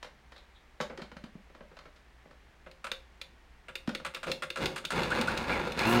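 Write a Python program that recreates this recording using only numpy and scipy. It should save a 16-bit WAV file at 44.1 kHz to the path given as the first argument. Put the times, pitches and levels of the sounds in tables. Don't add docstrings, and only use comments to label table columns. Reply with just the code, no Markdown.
import sys
import numpy as np
from scipy import signal
from scipy.fft import rfft, irfft
from scipy.io import wavfile
from scipy.ndimage import uniform_filter1d

SR = 44100
rng = np.random.default_rng(int(sys.argv[2]) if len(sys.argv) > 2 else 0)


def wav_out(sig):
    wavfile.write(sys.argv[1], SR, np.round(np.clip(np.atleast_2d(sig).T, -1, 1) * 32767).astype(np.int16))


N = 264600
T = np.arange(N) / SR


def undb(db):
    return 10 ** (np.asarray(db) / 20)


def unit(x):
    return x / np.sqrt(np.mean(x ** 2) + 1e-20)


def add(out, start_s, x):
    i = max(int(start_s * SR), 0)
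    out[i:i + len(x)] += x[:N - i]


def walk(rate_hz):
    steps = np.arange(0, 7, 1 / rate_hz)
    return 1.2 * np.interp(T, steps, rng.standard_normal(len(steps)))


def colour(x, points, size=2048):
    hz, db = np.transpose(points)
    f = np.maximum(np.arange(size // 2 + 1) * SR / size, 1)
    curve_db = np.interp(np.log(f), np.log(hz), db)
    cepstrum = irfft(np.log(undb(curve_db)))
    cepstrum[1:size // 2] *= 2
    cepstrum[size // 2 + 1:] = 0
    response = irfft(np.exp(rfft(cepstrum)))
    return signal.fftconvolve(x, response)[:len(x)]


def band(x, lo_hz, hi_hz, order=3):
    edges = [lo_hz, min(hi_hz, .45 * SR)]
    return signal.sosfilt(signal.butter(order, edges, "band", fs=SR, output="sos"), x)


def resonate(x, modes):
    out = 0
    for hz, width_hz, db in modes:
        b, a = signal.iirpeak(hz, hz / width_hz, fs=SR)
        out = out + undb(db) * signal.lfilter(b, a, x)
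    return out


def registers(x):
    return [band(x, 100, 700), band(x, 700, 2500), band(x, 2500, 18000)]


def contact(decay_s, evenness=0.19, size=8192):
    fade = np.exp(-np.arange(size) / SR / max(decay_s, .001))
    chatter = rfft(rng.standard_normal(size) * fade ** 0.65)
    return irfft(chatter / np.abs(chatter) ** evenness) * fade ** 0.22


def knocks(table, spectrum, modes, attack_s, ring_db, low_db, middle_db, treble_db):
    out = np.zeros(N)
    for start_s, strength_db, hardness_db, decay_s in table:
        push = contact(decay_s)
        push = push * (1 - np.exp(-T[:len(push)] / attack_s))
        crack = unit(colour(push, spectrum))
        ring = unit(resonate(push, modes))
        hit = crack + undb(ring_db) * ring
        trims_db = (low_db - hardness_db, middle_db, treble_db + hardness_db)
        for part, trim_db in zip(registers(hit), trims_db):
            loudest = np.sqrt(uniform_filter1d(part ** 2, size=441).max())
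            add(out, start_s, undb(strength_db + trim_db) * part / loudest)
    return out


def pocket(hz, cycles, glide, rise):
    age = np.arange(int(6 * cycles / hz * SR)) * hz / SR
    envelope = (1 - np.exp(-(age / rise) ** 2)) * np.exp(-age / cycles)
    tone = np.sin(2 * np.pi * age * (1 + glide * age / age[-1]))
    return envelope / envelope.max() * tone


def pockets(table, cycles, glide, rise):
    out = np.zeros(N)
    for start_s, db, hz in table:
        add(out, start_s, undb(db) * pocket(hz, cycles, glide, rise))
    return out


# frequency in Hz, relative level in dB.
AIR_COLOUR = [(12, -43.5), (20, -1.5), (32, -5.5), (43, -8), (65, -3.5), (86, -19.5), (120, -17),
              (301, -22), (377, -21.5), (590, -25), (718, -22), (1290, -25), (1860, -23), (14700, -53.5),
              (16000, -49)]


def room_tone():
    air = colour(rng.standard_normal(N), AIR_COLOUR, size=8192)
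    air *= undb(-62.5) / np.std(band(air, 91, 16000))
    hum = np.sin(2 * np.pi * np.cumsum(58.6 + 0.53 * walk(12)) / SR)
    return air + undb(-62.0 + 0.68 * walk(6)) * hum


# start in seconds, strength in dB before the trims below,
# hardness in dB, decay setting of the contact in seconds.
LID_KNOCKS = [(0.028, -33, 5, 0.0052), (0.044, -37.5, 1.5, 0.012), (0.32, -43, 2, .008),
              (0.362, -46.5, 4, 0.0098), (0.38, -49.5, 8, 0.0053), (0.802, -23.5, -5, 0.0057),
              (0.81, -27.5, 5.5, 0.0089), (0.898, -38, -8.5, 0.016), (0.975, -37, 4, 0.0049),
              (0.991, -40, -8, 0.02), (1.018, -38, 7, 0.0085), (1.116, -40, -1.5, 0.0074),
              (1.167, -38, 0, 0.0057), (1.239, -42, 5.5, 0.006), (1.258, -51, -5, .006),
              (1.352, -53.5, -11.5, 0.01), (1.5, -51.5, -7, .007), (1.548, -43.5, -2.5, 0.0067),
              (1.607, -43, -8.5, 0.0052), (1.715, -48, -8, 0.0098), (1.768, -42, 1.5, 0.0065),
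              (1.789, -40.5, 3.5, 0.0039), (1.855, -43.5, -4, 0.011), (1.961, -52.5, 6.5, .009),
              (2.255, -52, -12, 0.0053), (2.309, -46.5, -2.5, .009), (3.875, -30, 2.5, .006),
              (3.891, -28.5, 0.5, 0.0046), (3.999, -38, -2, .005)]
# frequency in Hz, relative level in dB.
LID_COLOUR = [(88, -48.5), (150, -9), (248, -6.5), (339, -11), (561, -5), (695, -13), (1420, -11),
              (2500, -20.5), (4140, -19), (6860, -32.5), (15500, -54)]
# frequency in Hz, relative level in dB,
# time to fade by 60 dB in seconds.
JAR = [(261, 15, 0.6), (597, 16, 0.078), (1254, 14, 0.076), (1380, 10, 0.66), (1730, 6, 0.051),
       (1970, 1, 0.2), (2180, -15, 0.079), (2940, -39, 0.43), (3520, 1, 0.48), (3830, -15, 0.43),
       (4730, 4, 0.49), (4900, -45, 0.19)]


def lid():
    modes = [(hz, np.log(1000) / np.pi / t60_s, db) for hz, db, t60_s in JAR]
    return knocks(LID_KNOCKS, LID_COLOUR, modes, attack_s=0.000093, ring_db=-18.0,
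                  low_db=-13.5, middle_db=-7.5, treble_db=-17.0)


# middle in seconds, average level in dB, average pitch in Hz.
SQUEAKS = [(0.376, -56, 3850), (0.565, -62, 3650)]


def squeaks(length_s, spread):
    out = np.zeros(N)
    for middle_s, db, hz in SQUEAKS:
        slips = np.sin(2 * np.pi * np.cumsum(hz * (1 + spread * walk(980))) / SR)
        swell = np.exp(-((T - middle_s) / length_s) ** 2)
        out += undb(db + 2 * walk(198.6)) * swell * slips
    return out


# start in seconds, peak level in dB, starting pitch in Hz.
THUMPS = [(0.806, -34, 267), (0.985, -35, 375), (1.018, -37.5, 219), (1.125, -46, 230), (1.165, -41.5, 198),
          (1.238, -35, 223), (1.352, -38, 200), (3.879, -20.5, 239)]


def thumps():
    return pockets(THUMPS, cycles=1.37, glide=-0.03, rise=0.65)


# start in seconds, strength in dB before the trims below,
# hardness in dB, time until it bottoms out in seconds.
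PUSHES = [(2.662, -45, -12, 0.0064), (2.842, -31, -0.5, 0.025), (3.683, -38.5, -4.5, .008),
          (4.048, -29, 0, .013), (4.137, -42, -2, 0.0065), (4.161, -37.5, -1, 0.0061),
          (4.23, -32, -0.5, .008), (4.268, -31.5, -5, .012), (4.422, -28, -0.5, 0.011),
          (4.558, -29.5, 1, 0.013), (4.76, -31, 3.5, 0.018), (4.84, -39.5, -7, .006),
          (4.904, -25.5, 1.5, .014), (5.103, -29.5, 1, .014), (5.273, -31.5, 4.5, .01)]
# start in seconds, strength in dB before the trims below, hardness in dB.
SNAPS = [(2.713, -48, -1), (2.916, -25.5, -0.5), (3.214, -35.5, 2.5), (3.754, -29.5, -0.5),
         (3.949, -27, -2.5), (4.147, -32, 1), (4.316, -27, 3.5), (4.502, -28.5, -0.5), (4.657, -25, 1.5),
         (4.851, -28.5, 2), (5.033, -31.5, 3.5), (5.212, -28, 1.5), (5.375, -32, 4), (5.72, -37.5, 4.5),
         (5.791, -26.5, 1.5)]
# frequency in Hz, relative level in dB.
PUSH_COLOUR = [(88, -68), (150, -4), (376, -31.5), (524, 4), (790, -14), (1390, -1), (1870, -9.5),
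               (2550, -3), (5460, -14), (6390, -18.5), (8560, -11.5), (14000, -39), (16000, -36)]
# frequency in Hz, relative level in dB.
SNAP_COLOUR = [(120, -32), (200, -19), (506, 0), (702, -16.5), (1130, -18), (1380, -3), (2090, -3.5),
               (2700, 3), (3070, -6), (3610, -2), (15500, -49.5)]
# frequency in Hz, width in Hz, relative level in dB.
HOUSING = [(234, 46, 0), (367, 17, 9), (532.8, 8.7, 14), (990, 70, -10.5), (1156, 210, 2.5),
           (1366, 105, 9.5), (1625, 71, 5.5), (2080, 170, -2.5), (2550, 110, -8), (2730, 110, 1),
           (3426, 360, 6.5), (3920, 120, -2), (4020, 64, 2), (6150, 170, -2.5), (8180, 110, -8.5)]


def switch(bottom_db=-2.0, push_decay_s=0.0092, snap_decay_s=0.0043):
    pushes = []
    for start_s, db, hardness_db, lag_s in PUSHES:
        pushes.append((start_s, db, hardness_db, push_decay_s))
        pushes.append((start_s + lag_s, db + bottom_db, hardness_db, push_decay_s))
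    snaps = [(start_s, db, hardness_db, snap_decay_s) for start_s, db, hardness_db in SNAPS]
    clacks = knocks(pushes, PUSH_COLOUR, HOUSING, attack_s=0.00057, ring_db=-2.5,
                    low_db=-16.5, middle_db=-5, treble_db=-15)
    returns = knocks(snaps, SNAP_COLOUR, HOUSING, attack_s=0.00026, ring_db=-4.5,
                     low_db=-18.0, middle_db=-7.5, treble_db=-5.0)
    return clacks + returns


# start in seconds, time held in seconds, coasting decay in seconds,
# then churn, rattle, spray and whine levels in dB before the trims and changes with speed below.
JABS = [(4.257, 0.033, 0.049, -27, -31.5, -41, -55), (4.564, .08, 0.087, -29, -32, -43.5, -46),
        (4.914, .07, .24, -26.5, -27.5, -42.5, -38), (5.112, .075, .14, -30, -29.5, -45, -47),
        (5.278, 0.033, 0.53, -31, -29.5, -44.5, -43), (5.471, 0.05, .28, -28, -28.5, -45.5, -30),
        (5.765, 0.31, .3, -28, -27, -42, -29.5)]
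TOP_TURNS_HZ, SPIN_UP_S = 121, .05


def shaft():
    speed, torque = np.zeros(N), np.zeros(N)
    for start_s, held_s, coast_s, *_ in JABS:
        i = int(start_s * SR)
        age = T[i:] - T[i]
        powered_s = np.minimum(age, held_s)
        coasting_s = np.maximum(age - held_s, 0)
        slip = (1 - speed[i] / TOP_TURNS_HZ) * np.exp(-powered_s / SPIN_UP_S)
        speed[i:] = TOP_TURNS_HZ * (1 - slip) * np.exp(-coasting_s / coast_s)
        torque[i:] = slip * (age < held_s)
    return speed, uniform_filter1d(torque, size=441)


def jab_levels():
    table = np.array(JABS)
    latest = np.maximum(np.searchsorted(table[:, 0], T) - 1, 0)
    return uniform_filter1d(table[latest, 3:], size=882, axis=0).T


# frequency in Hz, relative level in dB.
BLEND_COLOUR = [(40, -19.5), (115, -9.5), (229, -4.5), (300, -12), (500, -6), (680, -12), (920, -4),
                (1900, -19.5), (2550, -11), (3100, -15.5), (4400, -17), (5400, -22.5), (10000, -37),
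                (15500, -59)]


def blending(turns, churn_db, rattle_db, spray_db):
    sweep = 1 + 0.097 * np.cos(2 * np.pi * 2 * turns)
    landings = rng.random(N) < 3000 / SR
    extra_db = 1.3 * np.minimum(rng.exponential(size=N), 3)
    drops = landings * rng.standard_normal(N) * undb(extra_db)
    pulp = 0.5 * rng.standard_normal(N)
    impacts = (unit(drops) + pulp) * sweep * undb(0.45 * walk(120))
    wash = unit(colour(impacts, BLEND_COLOUR)) + undb(-3.5) * unit(resonate(impacts, HOUSING))
    rows = [(T[-1] * a, 12 * b, 170 * 3.81 ** c) for a, b, c in rng.random((500, 3))]
    bubbles = pockets(rows, cycles=6.6, glide=0.16, rise=0.54)
    low, middle, treble = map(unit, registers(wash))
    churn = unit(low + undb(-8.5) * unit(bubbles))
    spray = treble * undb(1.2 * walk(140))
    return undb(churn_db - 4.5) * churn + undb(rattle_db - 1.5) * middle + undb(spray_db + 2) * spray


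def liquid(speed, torque, turns, churn_db, rattle_db, spray_db):
    octaves = np.log2(speed / TOP_TURNS_HZ + 1e-6)
    bite_db = 5 * torque
    return blending(turns, churn_db + bite_db + 6.5 * octaves,
                    rattle_db + bite_db + 9 * octaves,
                    spray_db + bite_db + 8.5 * octaves)


# frequency in Hz, width in Hz, level in dB for each pass.
WHINE_BODY = [(2440, 720, -1)]


def commutator_whine(turns, whine_db):
    bars = np.sin(2 * np.pi * 24 * turns)
    body = resonate(resonate(bars, WHINE_BODY), WHINE_BODY)
    pressure = 0.81 + 0.41 * np.cos(2 * np.pi * turns)
    return undb(whine_db + 2 * walk(200)) * body * pressure


# multiple of the shaft rate, average level in dB before the trim below.
UNBALANCE = [(1, -30.5), (2, -25.5), (3, -30.5), (4, -38), (6, -36), (8, -38.5), (9, -38.5), (12, -39)]


def unbalance_shake(speed, turns):
    shake = np.zeros(N)
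    for multiple, db in UNBALANCE:
        shake += undb(db + 2.7 * walk(30)) * np.sin(2 * np.pi * round(multiple) * turns)
    return shake * undb(1.2 * np.minimum(speed - 113, 0) - 1.5)


def motor_hum(speed):
    rumble = unit(band(rng.standard_normal(N), 20, 116))
    hum = np.sin(2 * np.pi * 60 * T) + 0.69 * rumble
    return undb(-45.0) * np.clip((speed - 30) / 48, 0, 1) * hum


def motor():
    speed, torque = shaft()
    churn_db, rattle_db, spray_db, whine_db = jab_levels()
    turns = np.cumsum(speed * (1 + 0.0098 * walk(300))) / SR
    return (commutator_whine(turns, whine_db) + unbalance_shake(speed, turns) + motor_hum(speed)
            + liquid(speed, torque, turns, churn_db, rattle_db, spray_db))


# start in seconds, peak level in dB, starting pitch in Hz.
GULPS = [(4.295, -33.5, 482), (4.640, -38, 358), (4.705, -40.5, 492), (4.984, -26, 500),
         (5.008, -29.5, 350), (5.180, -25, 483), (5.190, -27.5, 226), (5.493, -37, 497), (5.664, -30, 478)]


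def gulps():
    return pockets(GULPS, cycles=4.9, glide=0.17, rise=2.4)


# start in seconds, peak level in dB before its flutter, starting pitch in Hz.
CHIRPS = [(5.11, -25, 1298), (5.272, -26, 1243)]


def chirps():
    return pockets(CHIRPS, cycles=9, glide=.3, rise=14.6) * undb(2.6 * walk(400))


def splash(middle_s=5.91, length_s=0.045, level_db=-43.5):
    hiss = unit(band(rng.standard_normal(N), 3500, 15000, order=1))
    swell = np.exp(-((T - middle_s) / length_s) ** 2)
    return undb(level_db + 2 * walk(200)) * swell * hiss


def kitchen(x, t60_low, t60_middle, t60_treble, size=22050):
    t = np.arange(size) / SR
    parts = registers(rng.standard_normal(size))
    tail = sum(part * undb(-60 * t / t60) for part, t60 in zip(parts, (t60_low, t60_middle, t60_treble)))
    tail *= np.clip((t - .002) / 0.0041, 0, 1)
    return signal.fftconvolve(x, tail / np.linalg.norm(tail))[:N]


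def scene():
    lid_sounds = lid() + squeaks(length_s=0.018, spread=0.081)
    palm = thumps()
    machine = switch() + motor() + gulps() + chirps() + splash()
    to_walls = undb(-9) * machine + undb(-4.5) * lid_sounds + undb(-8.5) * palm
    echo = kitchen(to_walls, t60_low=0.27, t60_middle=0.27, t60_treble=0.25)
    return (machine + lid_sounds + palm + echo + room_tone())[None]


def record(dry):
    return signal.sosfilt(signal.ellip(8, .2, 70, 15800, fs=SR, output="sos"), dry)


dry = scene()
out = record(dry)
wav_out(out)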